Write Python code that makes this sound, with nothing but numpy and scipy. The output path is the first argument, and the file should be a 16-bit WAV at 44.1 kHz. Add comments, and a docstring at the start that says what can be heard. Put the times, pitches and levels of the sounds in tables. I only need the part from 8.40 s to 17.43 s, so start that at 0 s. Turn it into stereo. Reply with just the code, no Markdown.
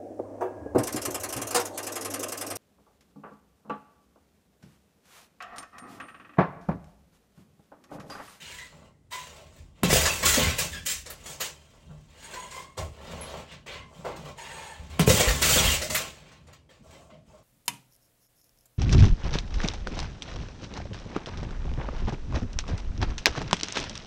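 """Faint rattles and creaks over a quiet house come first, then clanks and gloved punches on a heavy bag.
The bag hangs from a steel tube stand in a wood-floored room: blows and clanks excite decaying modes, links
chatter as filtered random impacts, the hook creaks by stick-slip, and shifting weight shakes the boards.
Every source but the quiet has its direct sound and a diffuse tail at a two-port microphone across the room."""
import sys
import numpy as np
from scipy import signal
from scipy.fft import rfft, irfft, next_fast_len
from scipy.io import wavfile

SR = 44100
rng = np.random.default_rng(int(sys.argv[2]) if len(sys.argv) > 2 else 0)


def dump(signal):
    """Clip the signal to [-1, 1] and save it as 16-bit WAV at the path in sys.argv[1]."""
    limited = np.clip(np.atleast_2d(signal).T, -1, 1)
    pcm = np.round(limited * 32767).astype(np.int16)
    wavfile.write(sys.argv[1], SR, pcm)


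N = 398223
T = np.arange(N) / SR  # s
SIZE = next_fast_len(N + SR)  # transform length, padded for the tails
HZ = np.maximum(np.arange(SIZE // 2 + 1) * SR / SIZE, 1)

# All levels are relative; t60 is the time to fall by 60 dB.

# Spectrum of the quiet house. Each row: frequency in Hz, density in dB per Hz.
HUSH_SPECTRUM = [(15, -53), (25, -16), (70, 0), (157, -7.5), (293, -13), (641, -25), (1610, -36),
                 (7710, -42), (16000, -53.5)]
HUSH_DB = -61

# Jolts that set the stand chattering. Each row: start in seconds, rise in seconds, hold in seconds,
# fade t60 in seconds, level of the links in dB, treble share in dB, level of hollow tube and scuff in dB.
STAND_JOLTS = [(0.0, 0.00067, 0.18, 0.54, -41, -2, -53.5), (0.292, 0.018, 0.15, 0.15, -59, -2, -53.5),
               (0.704, 0.012, 0.042, 0.62, -36, 0.5, -47.5), (0.846, 0.023, 0.1, 0.72, -51, -0.5, -51.5),
               (1.073, 0.041, 0.083, 0.49, -60, 3.5, -61), (1.334, 0.029, 0.11, .2, -57.5, -6.5, -58.5),
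               (1.431, 0.0093, 0.0039, 0.087, -16.5, -5.5, -24.5),
               (1.475, 0.051, 0.0073, 1.2, -19.5, 5, -26.5), (1.835, 0.019, 0.062, 0.77, -21, 6.5, -38.5),
               (1.954, 0.011, 0.087, 0.43, -21.5, -25, -30.5), (2.181, 0.0029, 0.0032, 0.32, -22.5, 6, -31),
               (2.302, 0.023, 0.031, 0.25, -36.5, -0.5, -46), (2.452, 0.012, 0.039, 0.31, -29, 8.5, -48.5),
               (2.652, 0.0028, 0.047, 3.9, -50.5, 1.5, -52.5), (2.834, 0.057, .005, 0.28, -38, 7, -44),
               (2.998, 0.0024, 0.025, 0.25, -29, 4, -38.5), (3.483, 0.0079, 0.014, 0.36, -66, -16, -53.5),
               (3.678, 0.21, 0.11, 1.1, -45, -1.5, -48.5), (4.094, 0.037, 0.065, 0.29, -44, 2, -46),
               (4.368, 0.0053, 0.012, 0.36, -38.5, 3, -37), (4.52, 0.16, 0.32, 0.23, -42, -6, -40),
               (5.055, 0.058, 0.0059, 0.28, -39, -15, -49), (5.26, 0.0016, 0.075, 0.35, -35, -15.5, -42.5),
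               (5.479, 0.077, 0.031, 0.75, -52.5, 0.5, -49.5),
               (5.642, 0.0034, 0.025, 0.44, -40.5, -7.5, -30.5),
               (5.775, 0.011, 0.1, 0.29, -49.5, -2.5, -52), (5.842, 0.0088, 0.046, 0.11, -44, -4.5, -43.5),
               (5.955, 0.037, 0.19, 1.6, -41, -6.5, -44.5), (6.497, 0.0018, 0.088, .1, -46.5, -3, -49),
               (6.591, 0.0049, 0.0029, 0.093, -15, -3.5, -19), (6.662, 0.013, 0.007, 1.51, -22.5, 7, -28),
               (6.741, 0.017, 0.081, 0.77, -24, -24.5, -29.5), (7.01, 0.01, 0.047, 0.35, -20.5, 5, -32),
               (7.085, 0.0098, 0.05, 0.22, -19.5, 6, -29.5), (7.151, 0.0087, 0.031, 0.25, -16.5, 1.5, -24),
               (7.219, 0.012, 0.1, 0.28, -21, 1.5, -33), (7.412, 0.0027, 0.0056, 0.26, -30, 4, -53),
               (7.495, 0.0044, 0.081, 0.19, -41.5, 17, -49), (7.569, 0.006, 0.004, 0.43, -26, -1.5, -34.5),
               (7.736, 0.012, 0.17, 0.62, -52, -33, -55.5), (8.07, 0.006, 0.0057, 0.43, -51.5, -13, -54),
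               (8.288, 0.0048, 0.011, 0.46, -51.5, -5, -57), (8.422, 0.0091, 0.2, 0.46, -65.5, 10, -55.5),
               (8.466, 0.082, 0.0043, 0.24, -49, -16, -60), (8.686, 0.016, 0.012, 0.31, -54.5, -23, -55.5),
               (8.845, 0.033, 0.066, 0.53, -62, 3.5, -56.5)]
# Spectrum of the chattering steel. Each row: frequency in Hz, density in dB per Hz.
CLATTER_SPECTRUM = [(410, -27), (700, -12.5), (1300, 4.5), (1420, 2.5), (1600, 7.5), (2730, 11.5),
                    (5610, 1.5), (7490, -2), (11100, -11), (15200, -6.5), (16000, 0.5)]
# Modes of the solid steel. Each row: frequency in Hz, strength in dB before compression,
# t60 in seconds before damping.
STEEL_MODES = [(1000, 2.5, 0.12), (1024, 10.5, 2.8), (1443, -3, 0.41), (1826, -7, 1.4), (2198, -9, 0.68),
               (2700, 0, 0.1), (2926, -23, 0.35), (3332, -35, 0.77), (3840, -5.5, 0.32), (4170, -4, 0.29),
               (4260, -29, 15), (4890, 1.5, 2.1), (5490, -16, 0.45), (6530, -14, 0.24), (6970, 7.5, 0.99),
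               (7170, -6, 0.27), (7920, -3, 0.43), (7500, 8.5, 0.51)]
CLINKS_PER_S, CLINK_T60_S = 420, .04
CLINK_SPREAD, CLINK_SIZE_DB = .09, 3  # relative pitch spread; scale of the exponential spread of levels

# Weight shifting on the floor. Each row: start in seconds, rise in seconds, hold in seconds,
# fade t60 in seconds, level of the boards in dB, level of the joists in dB.
WEIGHT_SHIFTS = [(0.0, 0.0077, 0.25, 0.35, -59, -58), (0.322, 0.028, 0.074, 0.18, -56, -53),
                 (.46, 0.055, .005, .45, -77, -72), (0.716, 0.031, 0.34, .45, -59, -55.5),
                 (1.158, 0.031, .005, 0.49, -68, -44), (1.35, .04, .05, .2, -54.5, -62),
                 (1.424, 0.0095, 0.009, 0.27, -19, -26.5), (1.482, 0.016, .005, 0.72, -37, -24),
                 (1.783, 0.033, 0.091, 0.22, -46, -34), (1.95, 0.056, 0.0058, 0.29, -37, -32.5),
                 (2.022, 0.015, 0.012, .33, -28, -28), (2.2, 0.0099, 0.0048, 0.68, -38, -40.5),
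                 (2.229, 0.067, 0.0041, 2.5, -59, -41), (2.703, 0.086, 0.24, 0.94, -58.5, -68),
                 (3.277, 0.22, 0.012, 0.77, -53, -49), (3.715, 0.069, 0.48, .45, -59, -56),
                 (4.362, .01, 0.064, 0.47, -54, -38.5), (4.52, 0.1, 0.35, 0.34, -47, -47.5),
                 (5.104, 0.039, .005, .45, -47, -52), (5.237, 0.13, .005, .4, -57, -43.5),
                 (5.397, 0.054, .15, .3, -52.5, -67), (5.577, 0.022, 0.0041, 0.13, -45, -49),
                 (5.654, 0.017, 0.17, .6, -46.5, -49.5), (6.008, 0.044, 0.22, 0.5, -53.5, -56),
                 (6.348, 0.062, 0.19, .2, -52.5, -43.5), (6.587, 0.0034, 0.011, 0.27, -24.5, -27),
                 (6.693, 0.0073, 0.018, 0.23, -25, -28), (6.765, 0.022, 0.2, .45, -34.5, -36),
                 (7, .02, 0.21, 0.63, -32.5, -28.5), (7.483, 0.009, .005, 0.73, -37.5, -39),
                 (7.771, 0.041, 0.21, 0.31, -54, -65), (7.975, 0.063, 0.0039, 0.37, -55.5, -50.5),
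                 (8.384, 0.021, 0.065, 1.8, -54, -55), (8.716, 0.057, 0.0042, .6, -55, -57),
                 (8.87, 0.044, 0.075, .3, -61, -69)]
# Floor modes, the first two joists and the others boards. Each row: frequency in Hz, width in Hz, level in dB.
FLOOR_MODES = [(45.6, 30, 3), (74, 8.3, 7), (152, 22, -1), (217, 25, -9.5)]
# Modes of the hollow stand tubes. Each row: frequency in Hz, width in Hz, level in dB.
TUBE_MODES = [(403, 7.1, -4), (458, 100, -6.5), (586, 100, -1), (646, 31, 0), (873, 230, -4),
              (1073, 51, -2)]
ROCKING_DB = -1.34  # level of the board, joist and tube knocks

# Hook grinding under load. Each row: start in seconds, rise in seconds, hold in seconds, fade t60 in seconds,
# level in dB, first pitch in Hz, last pitch in Hz, share of the ringing hook in dB.
HOOK_CREAKS = [(0.056, 0.013, 0.16, 0.16, -57, 964, 1009, 6),
               (0.716, 0.0045, 0.03, 0.27, -37.5, 1007, 1000, -10),
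               (3.753, 0.089, 0.084, 0.31, -56.5, 867, 944, 6),
               (3.953, 0.0062, 0.046, 0.53, -41.5, 990, 988, -4.5),
               (4.115, 0.006, 0.058, 0.42, -39.5, 1035, 1078, -12),
               (4.369, 0.019, 0.025, 0.097, -45.5, 1046, 1068, -5),
               (5.347, 0.0066, 0.034, 0.47, -48, 1057, 1041, -15),
               (5.969, 0.014, 0.34, 0.34, -45, 907, 868, -3)]
# Modes of the hook. Each row: frequency in Hz, width in Hz, level in dB.
HOOK_MODES = [(1640, 110, 5), (2190, 55, 8), (2760, 90, -3), (3330, 80, 4), (3860, 90, -5), (4290, 70, 1),
              (5940, 80, -4), (6700, 100, 4), (7470, 110, -2), (8100, 130, 3)]
# Short squeaks and brief rings of tube and steel, faint to loud. Each row: start in seconds, level in dB,
# pitch in Hz, exponential fade constant in seconds, step per overtone in dB.
SQUEAKS_AND_RINGS = [(.005, -51, 3750, .03, -20), (.05, -49, 2850, .06, -20), (.185, -41, 1990, .04, -12),
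                     (5.65, -50, 2100, .06, -20), (1.69, -31, 2600, .03, -20), (1.835, -29, 1110, .03, -20),
                     (1.86, -29, 1410, .035, -20), (2.04, -31, 2050, .03, -20),
                     (2.33, -39, 1670, .04, -4.5), (2.47, -41, 5100, .045, -20), (2.86, -48, 3310, .03, -3),
                     (3.93, -50, 1520, .03, -20), (3.93, -51, 4280, .04, -20),
                     (6.878, -28, 1830, .012, -20), (7.02, -28, 4390, .02, -20),
                     (4.811, -42, 10840, .025, -20), (.95, -56, 640, .08, -20), (.85, -57, 2800, .06, -20),
                     (3.15, -67, 3150, .25, -20), (4.383, -38, 630, .02, -20), (8.3, -57, 500, .015, -20),
                     (8.455, -51, 660, .02, -20), (8.55, -53, 650, .035, -20), (8.655, -58, 670, .07, -20),
                     (8.715, -50, 630, .025, -20), (8.93, -51, 650, .02, -20), (.3, -68, 2000, .15, -20),
                     (7.425, -37, 640, .02, -20), (7.505, -34, 620, .02, -20)]
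WAVER, OCTAVE_DB, SCRAPE_HZ = 0.016, -8, 40  # creak pitch spread; step per overtone; width of its rasp

# Single steel clanks. Each row: start in seconds, level in dB, treble share in dB, tube share in dB.
STEEL_CLANKS = [(0.1323, -51, -20, -16), (0.721, -28, 8, -40), (1.161, -50, 12, 1), (1.499, -16, -21, -1.5),
                (1.654, -12, -35, -16.5), (1.827, -15, 8.5, -5.5), (1.856, -11, -17.5, -13),
                (1.938, -13.5, -27, -11.5), (2.097, -25, 6, -23), (2.1882, -19.5, -43, -32),
                (2.462, -36, -29.5, -4), (2.659, -31.5, -18, -7.5), (2.6995, -31.5, 20, -12),
                (2.8574, -32, -21, -4.5), (3.005, -19, 14, -16), (3.7742, -53, 1, 3), (3.8253, -40, 9, -4),
                (3.9351, -31, 8, -3), (4.1094, -36, -16, -17), (4.375, -29, -22, -2),
                (5.1173, -44.5, -8, -5), (5.2627, -40, 5, 3), (5.65, -42, 9, 14), (5.76, -36.5, 8.5, -11),
                (5.9753, -43.5, -31, -15), (6.4992, -47, -18, -1.5), (6.693, -10, -17, -3),
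                (6.8008, -12.5, -23.5, -1.5), (6.8831, -15.5, 10, -22), (7.0183, -14, -14.5, -3),
                (7.039, -16.5, -10, -28.5), (7.091, -15, -12.5, -19.5), (7.415, -21.5, -28, -5),
                (7.4986, -22, -33, -12.5), (7.5463, -11.5, 14.5, -26), (7.9157, -47, 3, -9),
                (8.068, -51, -30, -8), (8.128, -43.5, 8, -26), (8.3015, -61, 6, -18),
                (8.5285, -48.5, 8, 8.5)]

# Punches and heavy footfalls. Each row: start in seconds, thud level in dB, boom t60 in seconds,
# bag share in dB, boom pitch in Hz, bag pitch in Hz.
HEAVY_BLOWS = [(1.2, -44.5, 0.13, -18.5, 73.6, 490), (1.433, -15, 0.15, -8.5, 165, 410),
               (1.528, -21, 0.11, 7, 107, 445), (1.555, -31, 0.25, 11.5, 149, 656),
               (1.972, -20, 0.19, 3, 233.6, 586), (2.025, -24, 0.082, -16, 65, 630),
               (2.069, -22, 0.098, -12, 75.1, 495), (3.492, -45, 0.62, -20, 150.7, 632),
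               (4.388, -31.5, 0.4, -12, 90, 480), (5.588, -42.5, 0.27, -18, 156, 490),
               (6.394, -38.5, 0.21, -33, 54, 494), (6.595, -15.5, 0.15, -6.5, 161, 412),
               (6.675, -6, 0.073, -1.5, 116, 440), (6.7, -15, 0.13, 0, 94, 503),
               (6.798, -18, 0.071, 7, 105, 590), (6.87, -17.5, 0.26, -7, 50.3, 480),
               (7.159, -20.5, 0.067, 8.5, 229, 570), (7.249, -22, 0.25, -18, 44, 480),
               (8.406, -46.5, 0.095, -23, 197, 495), (8.72, -49, 0.27, -4, 199, 615),
               (8.9, -63, 0.18, 8, 159, 900)]
# Modes of the bag. Each row: frequency in Hz, width in Hz, level in dB.
BAG_MODES = [(415, 150, -6.5), (504, 65, -2), (688, 50, -10)]
# Gloves cracking on the bag's cover. Each row: start in seconds, peak level in dB.
GLOVE_CRACKS = [(1.4338, -.5), (1.5292, -2.5), (6.5952, 0), (6.6765, -3.5)]
SAG, SAG_S = .25, 0.0075  # a boom sets in this fraction higher and sinks to its pitch

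# Decay of the diffuse tail. Each row: frequency in Hz, t60 in seconds.
ROOM_DECAY = [(100, 0.6), (300, 0.37), (700, 0.29), (1800, 0.19), (5000, 0.19), (13000, 0.1)]
# Colour of the two ports. Each row: frequency in Hz, left minus right in dB.
PORT_COLOUR = [(60, 0), (110, 1), (200, 0.5), (380, -2), (700, 1), (1290, -0.5), (2380, -2.5), (4400, -0.5),
               (8120, -13), (15000, -3.5)]
RISE_DB = 15  # how far below its peak a burst sets in
LEFT_LAG = 4  # samples by which direct sound is later on the left
TOP_HZ = 15900


def undb(db):
    """Level law: decibels to amplitude gain."""
    return 10 ** (np.asarray(db) / 20)


def unit(x):
    """Normalisation to an rms of 1."""
    return x / np.sqrt(np.mean(x ** 2))


def over_hz(table):
    """Interpolation of a (Hz, value) table over log frequency, at every bin."""
    hz, value = np.transpose(table)
    return np.interp(np.log(HZ), np.log(hz), value)


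def shaped(x, gain):
    """Linear filtering: multiply the spectrum by a gain per bin."""
    return irfft(rfft(x, SIZE) * gain, SIZE)[..., :N]


def band(x, lo_hz, hi_hz):
    """Band-pass filtering by a causal Butterworth section."""
    return signal.sosfilt(signal.butter(2, [lo_hz, hi_hz], "band", fs=SR, output="sos"), x)


def resonances(peaks):
    """Superposition of damped resonators: causal response of parallel (Hz, width, dB) modes."""
    return sum(undb(db) * 1j * HZ * w / (hz ** 2 - HZ ** 2 + 1j * HZ * w) for hz, w, db in peaks)


def clicks(rate, spread_db):
    """Random impacts at a mean rate per second, many small and a few large."""
    hit = rng.random(N) < rate / SR
    size = undb(spread_db * np.minimum(rng.exponential(size=N), 4))
    return unit(hit * rng.standard_normal(N) * size)


def add(out, s, sound):
    """Superposition: mix a short sound in at a time."""
    i = int(s * SR)
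    out[i:i + len(sound)] += sound[:N - i]


def knock(modes, t, t60, near_hz=None, sag=0):
    """Modal excitation: one blow weights the modes anew, those far from the struck spot's pitch staying weaker."""
    hz, _, db = np.transpose(modes)
    if near_hz:
        far_db = 14 * abs(np.log2(hz / near_hz))
        hz, db = np.append(hz, near_hz), np.append(db - far_db, max(db))
    gain = undb(db + 3 * rng.standard_normal(len(hz)))
    sunk_t = t + sag * SAG_S * (1 - np.exp(-t / SAG_S))  # warped time lets the pitch sink
    ring = gain @ np.sin(2 * np.pi * hz[:, None] * sunk_t)
    return ring / np.sqrt(np.sum(gain ** 2)) * undb(-60 * t / t60)


def burst(s, rise_s, hold_s, t60):
    """Envelope of one burst: samples and gain as it climbs to its peak, holds, then decays exponentially."""
    rise_s = max(rise_s, .001)
    i = int(s * SR)
    t = T[:min(3 * SR // 2, N - i)]
    up = np.minimum(t / rise_s - 1, 0)
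    down = np.maximum(t - rise_s - hold_s, 0) / t60
    return slice(i, i + len(t)), undb(RISE_DB * up - 60 * down)


def overlap(shapes, db):
    """Addition of powers: gain curves of overlapping bursts, one per column of levels."""
    power = np.full((db.shape[1], N), 1e-12)
    for row, gain in zip(shapes, undb(db)):
        span, shape = burst(*row)
        power[:, span] += np.outer(gain, shape) ** 2
    return np.sqrt(power)


def hush():
    """Coloured noise: the quiet of the house, mostly alike at the two ports."""
    mid, side = shaped(rng.standard_normal((2, N)), undb(over_hz(HUSH_SPECTRUM)))
    return undb(HUSH_DB) * unit(mid + 0.22 * side * np.array([[1], [-1]]))


def jolts():
    """Excitation envelopes: gains of the links, their treble and the tubes."""
    rows = np.array(STAND_JOLTS)
    links_db, share_db, tube_db = rows[:, 4:].T
    return overlap(rows[:, :4], np.transpose([links_db, links_db + share_db, tube_db]))


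def clinks():
    """Random modal excitation: each touch of the links rings briefly near one mode of the steel."""
    out, t = np.zeros(N), T[:int(CLINK_T60_S * SR)]
    count = int(CLINKS_PER_S * N / SR)
    when, which, size = rng.random((count, 3)).T
    mode_hz = np.array(STEEL_MODES)[(which * len(STEEL_MODES)).astype(int), 0]
    hz = mode_hz * (1 + CLINK_SPREAD * rng.standard_normal(count))
    gain = undb(-CLINK_SIZE_DB * np.log(np.maximum(size, .02)))
    rings = gain[:, None] * np.sin(2 * np.pi * hz[:, None] * t) * undb(-60 * t / CLINK_T60_S)
    for s, ring in zip(when * N / SR, rings):
        add(out, s, ring)
    return out


def rattle(links, bright):
    """Impact noise of dense link and joint contacts: harder contact shifts the weight to the treble."""
    spurts = undb(2.0 * unit(band(rng.standard_normal(N), 23, 45)))  # contact comes unevenly
    struck = clicks(2500, 4.34) * spurts + undb(-6) * unit(clinks())
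    steel = rfft(struck, SIZE) * undb(over_hz(CLATTER_SPECTRUM))
    upper = 1 / (1 + (5800 / HZ) ** 6)
    top = 1 / (1 + (9800 / HZ) ** 8)
    low, high, air = irfft(steel * np.array([1 - upper, upper - top, top]), SIZE)[:, :N]
    hardness = (links * undb(22)) ** .2
    treble = (high + hardness * air) / np.std(high + air)
    return (links * unit(low) + bright * treble) / 2  # level of the rattle at each of two spots on the stand


def rocking(tube_gain):
    """Forced resonance: small knocks shake the boards, the joists under them and the hollow tubes."""
    rows = np.array(WEIGHT_SHIFTS)
    boards_gain, joists_gain = overlap(rows[:, :4], rows[:, 4:])
    joists = band(shaped(clicks(400, 2.7), resonances(FLOOR_MODES[:2])), 28, 320)
    boards = band(shaped(clicks(400, 2.7), resonances(FLOOR_MODES[2:])), 28, 320)
    hollow = band(shaped(clicks(900, 4.5), resonances(TUBE_MODES)), 300, 1400)
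    scuff = band(clicks(1500, 1.3), 310, 1050)
    tubes = unit(unit(hollow) + undb(-7) * unit(scuff))
    return joists_gain * unit(joists) + boards_gain * unit(boards) + tube_gain * tubes


def creaks():
    """Stick-slip friction in the hook's creaks, plus decaying harmonics for squeaks and rings of tube and steel."""
    wobble = unit(band(rng.standard_normal(N), 8, 60))
    hook = unit(band(shaped(clicks(1200, 3.5), resonances(HOOK_MODES)), 1200, 11000))
    slips = unit(shaped(rng.standard_normal((6, N)), 1 / (1 + (HZ / SCRAPE_HZ) ** 2)))
    rasp = 1 + .7 * (slips[:3] + 1j * slips[3:])  # uneven slips spread each partial into a band
    out = np.zeros(N)
    for s, rise_s, hold_s, t60, db, first_hz, last_hz, hook_db in HOOK_CREAKS:
        span, shape = burst(s, rise_s, hold_s, t60)
        hz = np.interp(T[span], [s, s + rise_s + hold_s + t60 / 4], [first_hz, last_hz])
        phase = 2 * np.pi * np.cumsum(hz * (1 + WAVER * wobble[span])) / SR
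        tone = sum(undb(k * OCTAVE_DB) * (rasp[k, span] * np.exp(1j * (k + 1) * phase)).real
                   for k in range(3))
        tone = tone * undb(4 * np.clip(np.flip(wobble)[span], -3, 1))  # uneven loudness
        out[span] += undb(db) * shape * (tone + undb(hook_db) * hook[span])
    t = T[:SR // 2]
    for s, db, hz, fade_s, step_db in SQUEAKS_AND_RINGS:
        waver = np.roll(wobble, -int(s * SR))[:len(t)]
        turns = np.cumsum(hz + 1.6 * np.sqrt(hz) * waver) / SR
        tone = sum(undb(k * step_db) * np.sin(2 * np.pi * (k + 1) * turns)
                   for k in range(5) if (k + 1) * hz < TOP_HZ)
        onset = np.minimum(t * hz / 4, 1)  # four periods long
        add(out, s, undb(db + 7.5) * tone * onset * np.exp(-t / fade_s))
    return out


def clanks():
    """Impact on steel: a short contact noise excites inharmonic modes, weighted and tuned anew each time."""
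    out, t = np.zeros(N), T[:SR // 3]
    hz, db, t60 = np.transpose(STEEL_MODES)
    for s, level_db, treble_db, tube_db in STEEL_CLANKS:
        luck = rng.standard_normal((2, len(hz)))
        mode_db = np.clip(.3 * (db + 60 * .03 / t60), -25, 0)  # compressed strengths
        gain = undb(mode_db + 4.5 * luck[0])
        pitch = hz * (1 + 0.029 * luck[1])
        decay = undb(-60 * t / (0.26 * np.minimum(t60, .4)[:, None]))  # damped modes
        ring = gain @ (np.sin(2 * np.pi * pitch[:, None] * t) * decay)
        contact = rng.standard_normal(len(t)) * np.exp(-t / .008) * np.minimum(t / .001, 1)
        body = undb(-10) * ring / np.sqrt(np.sum(gain ** 2)) + 2.35 * band(contact, 990, 6500)
        treble = undb(treble_db - 13.0) * band(contact, 4400, 21000)
        tube = knock(TUBE_MODES, t, t60=.03) + 4.0 * band(contact, 480, 1100)
        add(out, s, undb(level_db) * (body + treble + undb(tube_db - 0.5) * tube))
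    return out


def blows():
    """Struck damped modes: the boards boom and the bag thumps; the glove cracks and the floor reflects it."""
    out, t = np.zeros(N), T[:SR // 2]
    for s, thud_db, t60, bag_db, hz, bag_hz in HEAVY_BLOWS:
        boom = knock(FLOOR_MODES, t, t60, near_hz=hz, sag=SAG)
        thump = knock(BAG_MODES, t, 0.72 * t60, near_hz=bag_hz)
        push = np.minimum(t / 0.0046, 1)  # a soft push rises over milliseconds
        add(out, s, undb(thud_db + 3.0) * (boom + undb(bag_db - 1.5) * thump) * push)
    for s, db in GLOVE_CRACKS:
        hiss = .1 * rng.standard_normal(len(t)) * np.exp(-t / .002)
        crack = -np.exp(-t / .00014) + hiss
        add(out, s, undb(db) * crack)
        add(out, s + .003, undb(db - 3) * crack)  # floor reflection
    return out


def room(x, wet_db, onset_s=0.00094, alike_hz=450):
    """Direct sound and diffuse reverberation: the tail decays by band, its bass more alike at both ports."""
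    t = T[:SR * 3 // 4]
    hz, t60 = np.transpose(ROOM_DECAY)
    bins = np.maximum(np.arange(len(t) // 2 + 1) * SR / len(t), 1)
    place = np.interp(np.log(bins), np.log(hz), np.arange(len(hz)))
    tail = 0
    for k, t60_s in enumerate(t60):
        share = np.sqrt(np.clip(1 - abs(place - k), 0, 1))  # neighbouring bands cross-fade in power
        noise = irfft(rfft(rng.standard_normal((2, len(t)))) * share, len(t))
        decay = undb(-60 * t / t60_s) * (1 - np.exp(-t / onset_s))
        tail = tail + noise * decay / np.sqrt(t60_s * SR / np.log(1e6))
    mid, side = rfft(tail, SIZE)
    apart = np.maximum(HZ ** 2 / (HZ ** 2 + alike_hz ** 2), .36)
    tail = (mid + np.array([[1], [-1]]) * apart * side) / np.sqrt(1 + apart ** 2)
    direct = np.exp(-2j * np.pi * HZ * np.array([[LEFT_LAG], [0]]) / SR)
    return shaped(x, (direct + undb(wet_db) * tail) / np.hypot(1, undb(wet_db)))


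def scene():
    """Superposition of sources: bag, hook end and base of the stand each have their own room response."""
    bag = room(blows(), wet_db=-7)
    links, bright, tubes = jolts()
    top = room(rattle(links, bright), wet_db=8.5) + room(creaks(), wet_db=2.5)
    base = room(rattle(links, bright) + undb(ROCKING_DB) * rocking(tubes), wet_db=5.5)
    return bag + room(clanks(), wet_db=10.0) + top + base + hush()


def record(dry):
    """Transducer response: the ports differ in colour, loud peaks saturate and both band ends are cut."""
    ports = shaped(dry, undb(over_hz(PORT_COLOUR) * np.array([[.5], [-.5]])))
    bass_cut = signal.butter(3, 38, "high", fs=SR, output="sos")  # small capsules lose the deepest bass
    rounded = np.tanh(signal.sosfilt(bass_cut, ports))
    return signal.sosfilt(signal.ellip(12, .2, 80, TOP_HZ, fs=SR, output="sos"), rounded)


dry = scene()
out = record(dry)
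dump(out)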